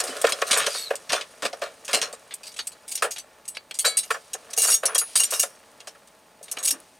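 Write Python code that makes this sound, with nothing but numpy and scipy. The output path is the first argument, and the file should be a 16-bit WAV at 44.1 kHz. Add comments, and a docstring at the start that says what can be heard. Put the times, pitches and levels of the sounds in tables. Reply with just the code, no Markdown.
"""A hand rummages through steel cutlery in a wooden drawer, over a quiet appliance hum and hiss.
Clinks and a strong thud come first; a blade squeaks at 0.7-0.9 s, then contacts are sparser until 2.9 s.
They crowd together again, most brightly at 4.5-5.4 s; after a lull a last flurry ends near 6.8 s.
Contacts ring damped sines and shaped noise; knocks, scuffs and sliding drive resonances with noise and
ticks; the squeak is a roughened sine, and a short decaying noise tail is the small room."""
import sys
import numpy as np
from scipy import signal
from scipy.fft import rfft, irfft, next_fast_len
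from scipy.io import wavfile
from scipy.ndimage import uniform_filter1d

SR = 44100
rng = np.random.default_rng(int(sys.argv[2]) if len(sys.argv) > 2 else 0)


def materialize(psi):
    """Save the field psi as 16-bit PCM at rate SR to the path in sys.argv[1].

    A 1-D psi becomes a single channel; in a 2-D psi each row is a channel.
    """
    bounded = np.clip(np.atleast_2d(psi).T, -1, 1)
    quanta = np.round(bounded * 32767).astype(np.int16)
    wavfile.write(sys.argv[1], SR, quanta)


N = 308455

# Modes of five pieces of cutlery. Each row: piece number, frequency in Hz, relative level in dB,
# nominal decay time t60 in seconds.
STEEL_MODES = [(0, 1303, -14, .4), (0, 1674, -9, .3), (0, 2239, -12, .5), (0, 3348, -15, .3),
               (0, 3967, -4, .22), (0, 4199, -4, .4), (0, 4565, -9, .35), (0, 5216, -12, .14),
               (1, 2820, -8, .2), (1, 5615, -3, .14), (1, 6608, -2, .12), (1, 8888, -2, .2),
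               (1, 9565, -4, .1), (1, 11378, -8, .1), (1, 12545, -10, .12), (2, 4760, -8, .12),
               (2, 6772, -5, .13), (2, 8350, -4, .1), (2, 8730, -2, .1), (2, 9110, -5, .09),
               (2, 9720, -5, .11), (2, 10320, -3, .13), (2, 11008, -8, .13), (3, 7920, -8, .2),
               (3, 8048, -2, .28), (3, 10870, -12, .3), (4, 3700, -14, .15), (4, 10418, 0, .25),
               (4, 11650, -12, .15), (4, 14200, -18, .1)]
# Relative level in dB of each piece when only its neighbours are struck, one value per piece.
NUDGED_LEVELS = [-8.5, 2.5, 0.5, 6, -8.5]
# Spectrum of the clattering heap. Each row: frequency in Hz, relative density in dB per Hz.
CLATTER_SPECTRUM = [(1290, -17), (2200, -5), (4860, -3.5), (5290, -6.5), (5610, -4.5), (7410, -6.5),
                    (8620, -2.5), (10600, -12), (15800, -28), (16500, -40.5)]
# Modes of the drawer's bottom panel. Each row: frequency in Hz, width in Hz, level in dB.
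PANEL_MODES = [(440.8, 59, 0.5), (574, 67, 3.5), (704, 121, 2), (767, 224, -8.5)]
# Modes of the drawer's divider walls. Each row: frequency in Hz, width in Hz, level in dB.
WALL_MODES = [(1086, 158, 4.5), (1394, 193, 4), (1774, 193, 3), (2437, 240, 0.5), (2740, 910, -6)]


def amp(db):
    """The decibel law: level in dB to amplitude ratio."""
    return 10 ** (np.asarray(db) / 20)


def unit(x):
    """Normalisation to an rms value of one."""
    return x / np.sqrt(np.mean(x ** 2) + 1e-20)


def along(points, hz):
    """Interpolation of (Hz, value) points on a logarithmic frequency axis."""
    f, v = np.transpose(points)
    return np.interp(np.log(hz + 1), np.log(f + 1), v)


def curves(rows):
    """Linear interpolation in time: one curve for each column after the time in seconds."""
    s, *cols = np.transpose(rows)
    t = np.arange(N) / SR
    return [np.interp(t, s, c, left=c[0], right=c[-1]) for c in cols]


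def filtered(x, response):
    """Linear filtering: the spectrum of x times a complex response of frequency."""
    m = next_fast_len(N + SR // 2)
    return irfft(rfft(x, m) * response(np.fft.rfftfreq(m, 1 / SR)), m)[..., :N]


def resonances(modes):
    """Modal superposition: causal second-order response of (Hz, width in Hz, dB) modes, signs alternating."""
    def response(f):
        total = 0
        for k, (c, w, db) in enumerate(modes):
            total = total + (-1) ** k * amp(db) * 1j * f * w / (c * c - f * f + 1j * f * w)
        return total
    return response


def fade(t, db, hold, t60, rise):
    """Exponential decay: a contact rises fast, chatters at full strength for hold seconds, then dies."""
    decay_db = 60 * np.maximum(t - hold, 0) / np.clip(t60, .01, .4)
    return amp(db - decay_db) * (1 - np.exp(-t / rise))


def bursts(times, levels_db, t60s, hold, rise):
    """Energy addition: the envelope of a row of contacts, whose powers sum."""
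    power, t = np.zeros(N + SR), np.arange(SR // 3) / SR
    for s, db, t60 in zip(times, levels_db, t60s):
        power[round(s * SR):][:len(t)] += fade(t, db, hold, t60, rise) ** 2
    return np.sqrt(power[:N])


def grit(per_second, spread_db, hiss):
    """Random impulse excitation: dense tiny contacts of uneven size on a bed of rubbing noise."""
    chance, size = rng.random((2, N))
    ticks = (chance < per_second / SR) * amp(-spread_db * size)
    return unit(unit(ticks * rng.standard_normal(N)) + hiss * rng.standard_normal(N))


def background():
    """Stationary noise and steady sines: microphone hiss and faint appliance tones."""
    # Hiss spectrum. Each row: frequency in Hz, relative density in dB per Hz.
    hiss_spectrum = [(15, -1), (30, 9.5), (60, 6), (120, -1.5), (233, 1), (322, -3), (636, -11),
                     (709, -8.5), (1010, -2), (1290, -14), (2160, -11), (2410, -14), (2620, -14),
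                     (8900, -32), (15300, -19), (16600, -50)]
    # Appliance tones. Each row: frequency in Hz, rms level in dB.
    hum_tones = [(635, -68.5), (813, -71), (870, -67)]
    t = np.arange(N) / SR
    hiss = unit(filtered(rng.standard_normal(N), lambda f: amp(along(hiss_spectrum, f))))
    hum = sum(amp(db) * np.sqrt(2) * np.sin(2 * np.pi * hz * t) for hz, db in hum_tones)
    return amp(-58) * hiss + hum


def room(x):
    """Reverberation as convolution with decaying noise whose frequencies die at their own speed."""
    # Each row: frequency in Hz, decay time t60 in seconds.
    room_decay = [(300, 0.18), (2000, 0.12), (10000, 0.061)]
    hz, t, z = signal.stft(rng.standard_normal(SR // 3), SR, nperseg=256)
    decay = amp(-60 * t / along(room_decay, hz)[:, None])
    tail = signal.istft(z * decay, SR, nperseg=256)[1]
    return signal.fftconvolve(x, tail / np.linalg.norm(tail))[:N]


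def squeak():
    """Noise modulation of a sine: a narrow, rough tone, mostly falling as a skidding blade slows."""
    # Each row: time in seconds, frequency in Hz, level in dB.
    skid = [(.68, 4680, -100), (.71, 4890, -32), (.80, 4490, -42), (.85, 4320, -35), (.885, 3930, -36),
            (.91, 3600, -100)]
    hz, db = curves(skid)
    smooth = uniform_filter1d(rng.standard_normal(N), size=90)
    rough = unit(uniform_filter1d(smooth, size=90))
    return amp(db) * rough * np.sin(2 * np.pi * np.cumsum(hz) / SR)


def slide():
    """Friction excitation: rubbing grit feeds the steel modes, a broad rustle and the wood."""
    # Each row: time in seconds, level of the steel rattle in dB, level of the drawer rumble in dB.
    sliding = [(0.0, -41.5, -36), (0.54, -43.5, -38), (0.72, -34.5, -47), (0.95, -53, -52),
               (3.15, -61, -57.5), (3.74, -63, -60), (3.93, -54, -46.5), (4.19, -54.5, -59.5),
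               (4.54, -56, -49.5), (4.79, -59, -55), (4.98, -51, -61), (5.32, -41, -48.5),
               (5.49, -58.5, -55), (6.41, -63.5, -61), (6.58, -52, -49), (6.99, -61.5, -64)]
    steel_db, wood_db = curves(sliding)
    narrow = [(hz, 10.0 / t60, db) for _, hz, db, t60 in STEEL_MODES]
    chime = unit(filtered(grit(326, spread_db=19, hiss=0.33), resonances(narrow)))
    rustle = filtered(grit(2000, spread_db=14, hiss=4.0), lambda f: amp(along(CLATTER_SPECTRUM, f)))
    rub = grit(600, spread_db=2, hiss=0.58)
    panel = unit(filtered(rub, resonances(PANEL_MODES)))
    walls = unit(filtered(rub, resonances(WALL_MODES)))
    steel = unit(0.5 * chime + unit(rustle))
    return amp(steel_db) * steel + amp(wood_db) * unit(panel + 0.9 * walls)


def small_panel(hz):
    """Inefficient radiation below 380 Hz: a small panel sends out little bass (second-order high-pass)."""
    ratio = 1j * hz / 380
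    return ratio ** 2 / (1 + ratio + ratio ** 2)


def knocks():
    """Forced modal vibration: knocks and scuffs shake the drawer's bottom panel and walls, jolts its frame."""
    # Knocks and scuffs of steel on the drawer wood; rows with long decay are drags. Each row: start in
    # seconds, relative level of the panel's part in dB, relative level of the walls' part in dB,
    # nominal decay time t60 in seconds.
    wood_contacts = [(.002, -24, -29.5, 0.044), (.032, -22, -41, 0.1), (0.241, -2.5, -15.5, 0.026),
                     (.269, -31, -21.5, 0.13), (.326, -19.5, -32, 0.022), (0.418, -16.5, -18.5, 0.039),
                     (0.5, -37, -25, 0.1), (0.524, -29, -26, 0.34), (.563, -25, -19, 0.28),
                     (0.667, -18.5, -24.5, 0.078), (.747, -32, -31.5, 0.071), (0.905, -17.5, -23, 0.041),
                     (0.932, -26.5, -33.5, 0.05), (1.101, -32, -27.5, 0.18), (1.128, -19, -21, .095),
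                     (1.164, -34, -28, 0.18), (1.422, -23.5, -25.5, 0.16), (1.45, -19.5, -25.5, 0.054),
                     (1.53, -23.5, -34.5, 0.053), (1.616, -22.5, -26, .16), (1.887, -33.5, -29, 0.15),
                     (1.934, -20.5, -24, 0.19), (2.021, -31.5, -30.5, 0.26), (2.13, -30, -41, .03),
                     (2.589, -48, -34, 0.053), (3.022, -15, -17, 0.05), (3.04, -21.5, -22, 0.1),
                     (3.068, -28, -43, .09), (3.844, -22, -21, 0.1), (3.871, -25.5, -40, 0.076),
                     (4.104, -22, -15, 0.043), (4.142, -27.5, -29, .1), (4.345, -26.5, -37, 0.044),
                     (4.574, -21.5, -36, 0.03), (4.599, -24, -41, 0.028), (4.631, -39, -31.5, 0.06),
                     (4.649, -30.5, -31, 0.09), (4.678, -29.5, -26, .18), (4.831, -21.5, -26, 0.11),
                     (4.881, -30.5, -30, 0.28), (4.953, -23, -24, 0.048), (5.014, -34.5, -30.5, 0.064),
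                     (5.154, -38.5, -27, 0.012), (5.197, -38, -31, 0.096), (5.321, -28.5, -27, 0.15),
                     (5.431, -26, -29, 0.068), (5.87, -35.5, -41, 0.055), (5.949, -49.5, -48, .04),
                     (6.409, -39.5, -59, 0.087), (6.571, -41, -40.5, 0.38), (6.735, -43, -41.5, 0.15)]
    # Jolts of the frame. Each row: start in seconds, relative level of the drive in dB.
    jolts = [(.088, -31.5), (.237, -33.5), (.517, -47), (1.119, -36.5), (1.423, -33), (1.934, -33),
             (6.721, -35.5), (6.751, -43.5)]
    s, panel_db, walls_db, t60 = np.transpose(wood_contacts)
    jolt_s, jolt_db = np.transpose(jolts)

    panel_drive = bursts(s, panel_db + 13.5, 1.28 * t60, hold=0.0015, rise=0.00021)
    panel = filtered(grit(1500, spread_db=22.5, hiss=0.9) * panel_drive, resonances(PANEL_MODES))

    walls_drive = bursts(s, walls_db + 7.5, 1.173 * t60, hold=0.0086, rise=0.00017)
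    walls = filtered(grit(1500, spread_db=1, hiss=1.26) * walls_drive, resonances(WALL_MODES))

    jolt_drive = bursts(jolt_s, jolt_db, np.full(len(jolts), 0.2), hold=0.006, rise=0.00033)
    frame = filtered(rng.standard_normal(N) * jolt_drive, resonances([(295, 52, 18.7)]))
    return filtered(panel, small_panel) + walls + frame


def steel_ring(t, ring_hz, t60, hold, until):
    """Free modal vibration: struck pieces ring strongest, and the next contact grips the steel modes."""
    piece, hz, level_db, ring_t60 = np.transpose(STEEL_MODES)[:, :, None]
    nudged_db = np.take(NUDGED_LEVELS, piece.astype(int))
    level_scatter, phase = rng.standard_normal((2, len(STEEL_MODES), 1))
    match = np.exp(-(np.log(hz / ring_hz) / .012) ** 2)
    struck = ((piece == piece.T) * match.T).max(1, keepdims=True)  # all modes of a struck piece sound
    # neighbours damp what lies buried
    life = np.clip(t60 / 0.11, .3, 1.5) * ring_t60 * (0.38 + 0.5 * struck)
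    start_db = level_db + 7.3 * struck + nudged_db * (1 - struck) + 4.5 * match + 4.3 * level_scatter
    after = np.maximum(t - hold, 0)
    grip_db = -600 * np.maximum(t - until, 0)
    gain = amp(start_db - 60 * after / life + grip_db)
    modes = (gain * np.sin(2 * np.pi * hz * t + phase)).sum(0) * (1 - np.exp(-t / 0.00044))
    # the tone loudest at this contact, brief while the piece is pinned
    own = amp(7.0 - 60 * after / (1.05 * t60)) * np.sin(2 * np.pi * ring_hz * t)
    return modes + own * (1 - np.exp(-t / .001))


def heap_clatter(t, f, jangle, ring_hz, tilt_db, ring_db):
    """High modal density: many brief modes heard as noise with a jumble of narrow spectral peaks."""
    noise, peaks, bumps = rng.standard_normal((3, len(t)))
    modes_db = 4.63 * unit(uniform_filter1d(peaks[:len(f)], size=7))
    near_db = 5 * np.exp(-(np.log((f + 1) / ring_hz) / 0.079) ** 2)
    colour = amp(modes_db + near_db) + amp(ring_db + 0.5) * jangle
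    colour = colour * amp(along(CLATTER_SPECTRUM, f) + tilt_db)
    heap = unit(irfft(rfft(noise) * colour, len(t)))
    # first crack, then bounces
    bounce_db = 3.16 * unit(uniform_filter1d(bumps, size=110)) + 7.6 * np.exp(-t / 0.0009)
    return heap * amp(bounce_db)


def tinkle(t, f, tilt_db, t60, hold):
    """Random modal texture: twelve damped sines, pitches drawn anew for each contact, tinkle sparsely."""
    # Lowest and highest pitch in Hz.
    ping_range = (3000, 14000)
    pitch, softness, delay = rng.random((3, 12, 1))
    hz = ping_range[0] + (ping_range[1] - ping_range[0]) * pitch
    age = np.maximum(t - 3 * hold * delay, 0)
    db = along(CLATTER_SPECTRUM, hz) + np.interp(hz, f, tilt_db - tilt_db.max()) - 20 * softness
    return (amp(db - 60 * age / (.75 * t60)) * np.sin(2 * np.pi * hz * age)).sum(0)


def clinks():
    """Impact excitation: each steel contact sums ringing pieces, a clattering heap and a metallic tinkle."""
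    # Steel on steel. Each row: start in seconds, relative level in dB, loudest ring in Hz,
    # nominal decay time t60 in seconds, relative brightness in dB.
    contacts = [(.0014, -7, 7140, 0.06, -14.5), (.037, -15.5, 9040, 0.12, -11),
                (0.07, -18.5, 4950, 0.18, -20), (0.167, -20.5, 3360, 0.045, -11),
                (.215, -11, 8060, 0.058, -5), (0.2428, -14, 7800, 0.086, -32),
                (.266, -11.5, 4900, 0.057, -24), (.29, -14.5, 4400, 0.089, -16),
                (0.3218, -11, 8830, 0.057, -27), (0.4172, -12, 5770, 0.035, -28),
                (0.467, -20, 4190, 0.21, -11), (.51, -3.5, 8140, 0.18, -34), (0.5287, -8, 4490, 0.12, -30),
                (.5736, -6.5, 8530, 0.11, -6), (0.594, -15.5, 3800, 0.37, -49),
                (0.6639, -6.5, 3110, 0.057, -29), (.7416, -16, 4570, 0.35, -20),
                (0.898, -36, 4300, 0.18, -39), (.954, -16.5, 7900, 0.066, -12),
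                (1.093, -12.5, 5620, .12, -44), (1.1208, -7.5, 2720, 0.2, -29.5),
                (1.2104, -16.5, 2460, 0.089, -44), (1.422, -17.5, 3170, 0.15, -22),
                (1.4496, -9, 2480, 0.096, -34), (1.529, -23.5, 5600, 0.068, -41),
                (1.6165, -22, 2490, 0.22, -32), (1.8482, -23.5, 6600, 0.11, -8),
                (1.8793, -16, 2580, .12, -30), (1.911, -19, 2450, 0.083, -23),
                (1.931, -4.5, 2840, 0.19, -22.5), (2.0147, -8.5, 5600, 0.15, -29),
                (2.127, -21, 7540, .091, -18), (2.3087, -26, 3480, 0.18, -65),
                (2.3394, -17.5, 8360, 0.064, 7), (2.432, -29.5, 2580, 0.21, -19),
                (2.466, -24.5, 4560, 0.15, -16.5), (2.518, -30, 5800, .06, -18),
                (2.54, -31, 9570, 0.055, -16), (2.563, -28, 3280, 0.28, -20.5),
                (2.589, -11, 3730, 0.086, -43), (2.598, -19.5, 3870, .05, -38.5),
                (2.6697, -15.5, 8130, .08, -4), (2.718, -29, 4570, 0.075, -13),
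                (2.879, -20.5, 8200, 0.19, -2.5), (2.914, -16.5, 4760, 0.14, -4),
                (2.953, -8.5, 9570, 0.07, -1), (2.9747, -21, 6300, 0.12, -24),
                (3.0224, -9, 8750, 0.12, -11), (3.1078, -16.5, 6608, .14, -7),
                (3.1605, -21, 3220, 0.14, -43), (3.1825, -19.5, 7900, 0.09, -16),
                (3.4524, -34, 2540, 0.048, -22), (3.479, -18.5, 8050, 0.12, 7),
                (3.5476, -30.5, 3970, .11, -30), (3.569, -17.5, 4560, .04, -62),
                (3.7102, -12.5, 3220, 0.04, -67), (3.7406, -25.5, 8060, 0.17, -17),
                (3.7883, -7, 9100, 0.12, -3.5), (3.848, -7.5, 3970, 0.18, -26.5),
                (3.9698, -5.5, 8730, 0.13, -4.5), (4.0312, -22, 9400, 0.11, -22),
                (4.077, -34, 5030, 0.067, -3), (4.1046, -17.5, 4850, 0.16, -6),
                (4.3323, -12, 6600, .067, -6), (4.5017, -28.5, 5220, 0.1, -12),
                (4.531, -17, 6060, 0.061, -18), (4.5645, -17.5, 5960, 0.11, 1), (4.5758, -5, 6590, 0.24, 1),
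                (4.6174, -4.5, 8040, 0.15, 7), (4.6362, -7.5, 5550, 0.17, -5), (4.67, -9.5, 6780, 0.31, 7),
                (4.7006, -7.5, 10420, 0.16, -0.5), (4.718, -7.5, 5630, .15, -8), (4.741, -5, 6580, .09, 9),
                (4.8344, -25.5, 10430, 0.031, -24), (4.8544, -6, 10400, 0.082, -13),
                (4.9471, -8, 8880, 0.079, -13), (4.9803, -3, 10400, .12, 3.5),
                (5.155, -4.5, 8730, 0.2, -11.5), (5.198, -6, 8910, 0.11, -3.5),
                (5.2345, -6.5, 8720, 0.091, -9), (5.3057, -15.5, 5600, 0.46, 1),
                (5.332, -13.5, 12520, 0.14, -17), (5.3957, -4, 6600, 0.13, 5),
                (5.4278, -10, 6760, 0.095, -13), (5.553, -42.5, 6300, 0.091, -18),
                (5.802, -26, 2800, 0.068, -32), (5.872, -18, 3080, 0.085, -19),
                (6.074, -31, 3420, 0.048, -11), (6.4287, -29, 9650, 0.14, -2),
                (6.482, -32.5, 3700, 0.1, -39), (6.5138, -10.5, 6200, 0.069, 3),
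                (6.569, -16, 3060, 0.055, -81), (6.585, -22.5, 6620, 0.1, -16),
                (6.6283, -14.5, 6600, 0.16, 0), (6.6465, -8.5, 8350, 0.13, 0.5),
                (6.674, -4.5, 6610, 0.11, -2), (6.7064, -6, 5610, 0.083, -0.5),
                (6.801, -26, 10000, 0.025, 11)]
    # How freely the pieces ring over the clatter. Each row: time in seconds, relative level in dB.
    looseness = [(0, -10), (.6, -3.5), (1.2, -15), (2.2, -10), (2.7, -7.5), (3.0, -10), (3.5, -1.5),
                 (3.75, -7), (3.85, 1), (4.1, -3.5), (4.5, -6.5), (4.7, 0), (4.9, 0), (5.2, -2),
                 (5.45, -4.5), (5.9, -16), (6.5, -4.5), (6.7, -6.5)]
    out, t = np.zeros(N + SR), np.arange(next_fast_len(SR // 4)) / SR
    f = np.fft.rfftfreq(len(t), 1 / SR)
    # chatter keeps feeding the steel modes, here 35 Hz wide
    fed = [(hz, 35, db + NUDGED_LEVELS[k]) for k, hz, db, _ in STEEL_MODES]
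    jangle = np.abs(resonances(fed)(f))
    free = np.diff([row[0] for row in contacts], append=N / SR)  # seconds until the next contact
    for (s, db, ring_hz, t60, bright_db), until in zip(contacts, free):
        hold = 0.073 * t60  # the contact chatters at full strength for this long
        ring_db = np.interp(s, *np.transpose(looseness))
        # hard contacts are bright and thin
        tilt_db = (bright_db + 20.5) * (1 / (1 + (7000 / (f + 1)) ** 3) - .3)
        ring = steel_ring(t, ring_hz, t60, hold, until)
        heap = heap_clatter(t, f, jangle, ring_hz, tilt_db, ring_db)
        pings = tinkle(t, f, tilt_db, t60, hold)
        # the heap's clatter dies sooner than the loudest tone
        heap = heap * fade(t, db - 15, hold, 0.82 * t60, rise=0.00085)
        contact = amp(db + ring_db - 26.5) * ring + amp(db + ring_db - 1) * pings + heap
        out[round(s * SR):][:len(t)] += contact
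    return out[:N]


def scene():
    """Superposition of sources and room; a decorrelated side signal of opposite sign widens the stereo."""
    # Room sound that differs left to right. Each row: frequency in Hz, filter gain in dB.
    side_gain = [(60, -28), (150, -28), (380, -28), (950, -14.5), (2380, -15), (5980, -16), (15000, -27)]
    drawer = clinks() + knocks() + slide() + squeak()
    centre = drawer + amp(-17.5) * room(drawer) + background()
    side = filtered(room(centre), lambda f: amp(along(side_gain, f)))
    return np.array([centre + side, centre - side])


def record(dry):
    """Saturation and band limiting: peaks round off softly, deep bass drops, the top is cut off."""
    low_cut_hz, top_hz = 117, 15900
    soft = dry / (1 + np.abs(dry / .6) ** 4) ** (1 / 4)
    return filtered(soft, lambda hz: (hz < top_hz) * (1j * hz / (low_cut_hz + 1j * hz)) ** 2)


dry = scene()
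out = record(dry)
materialize(out)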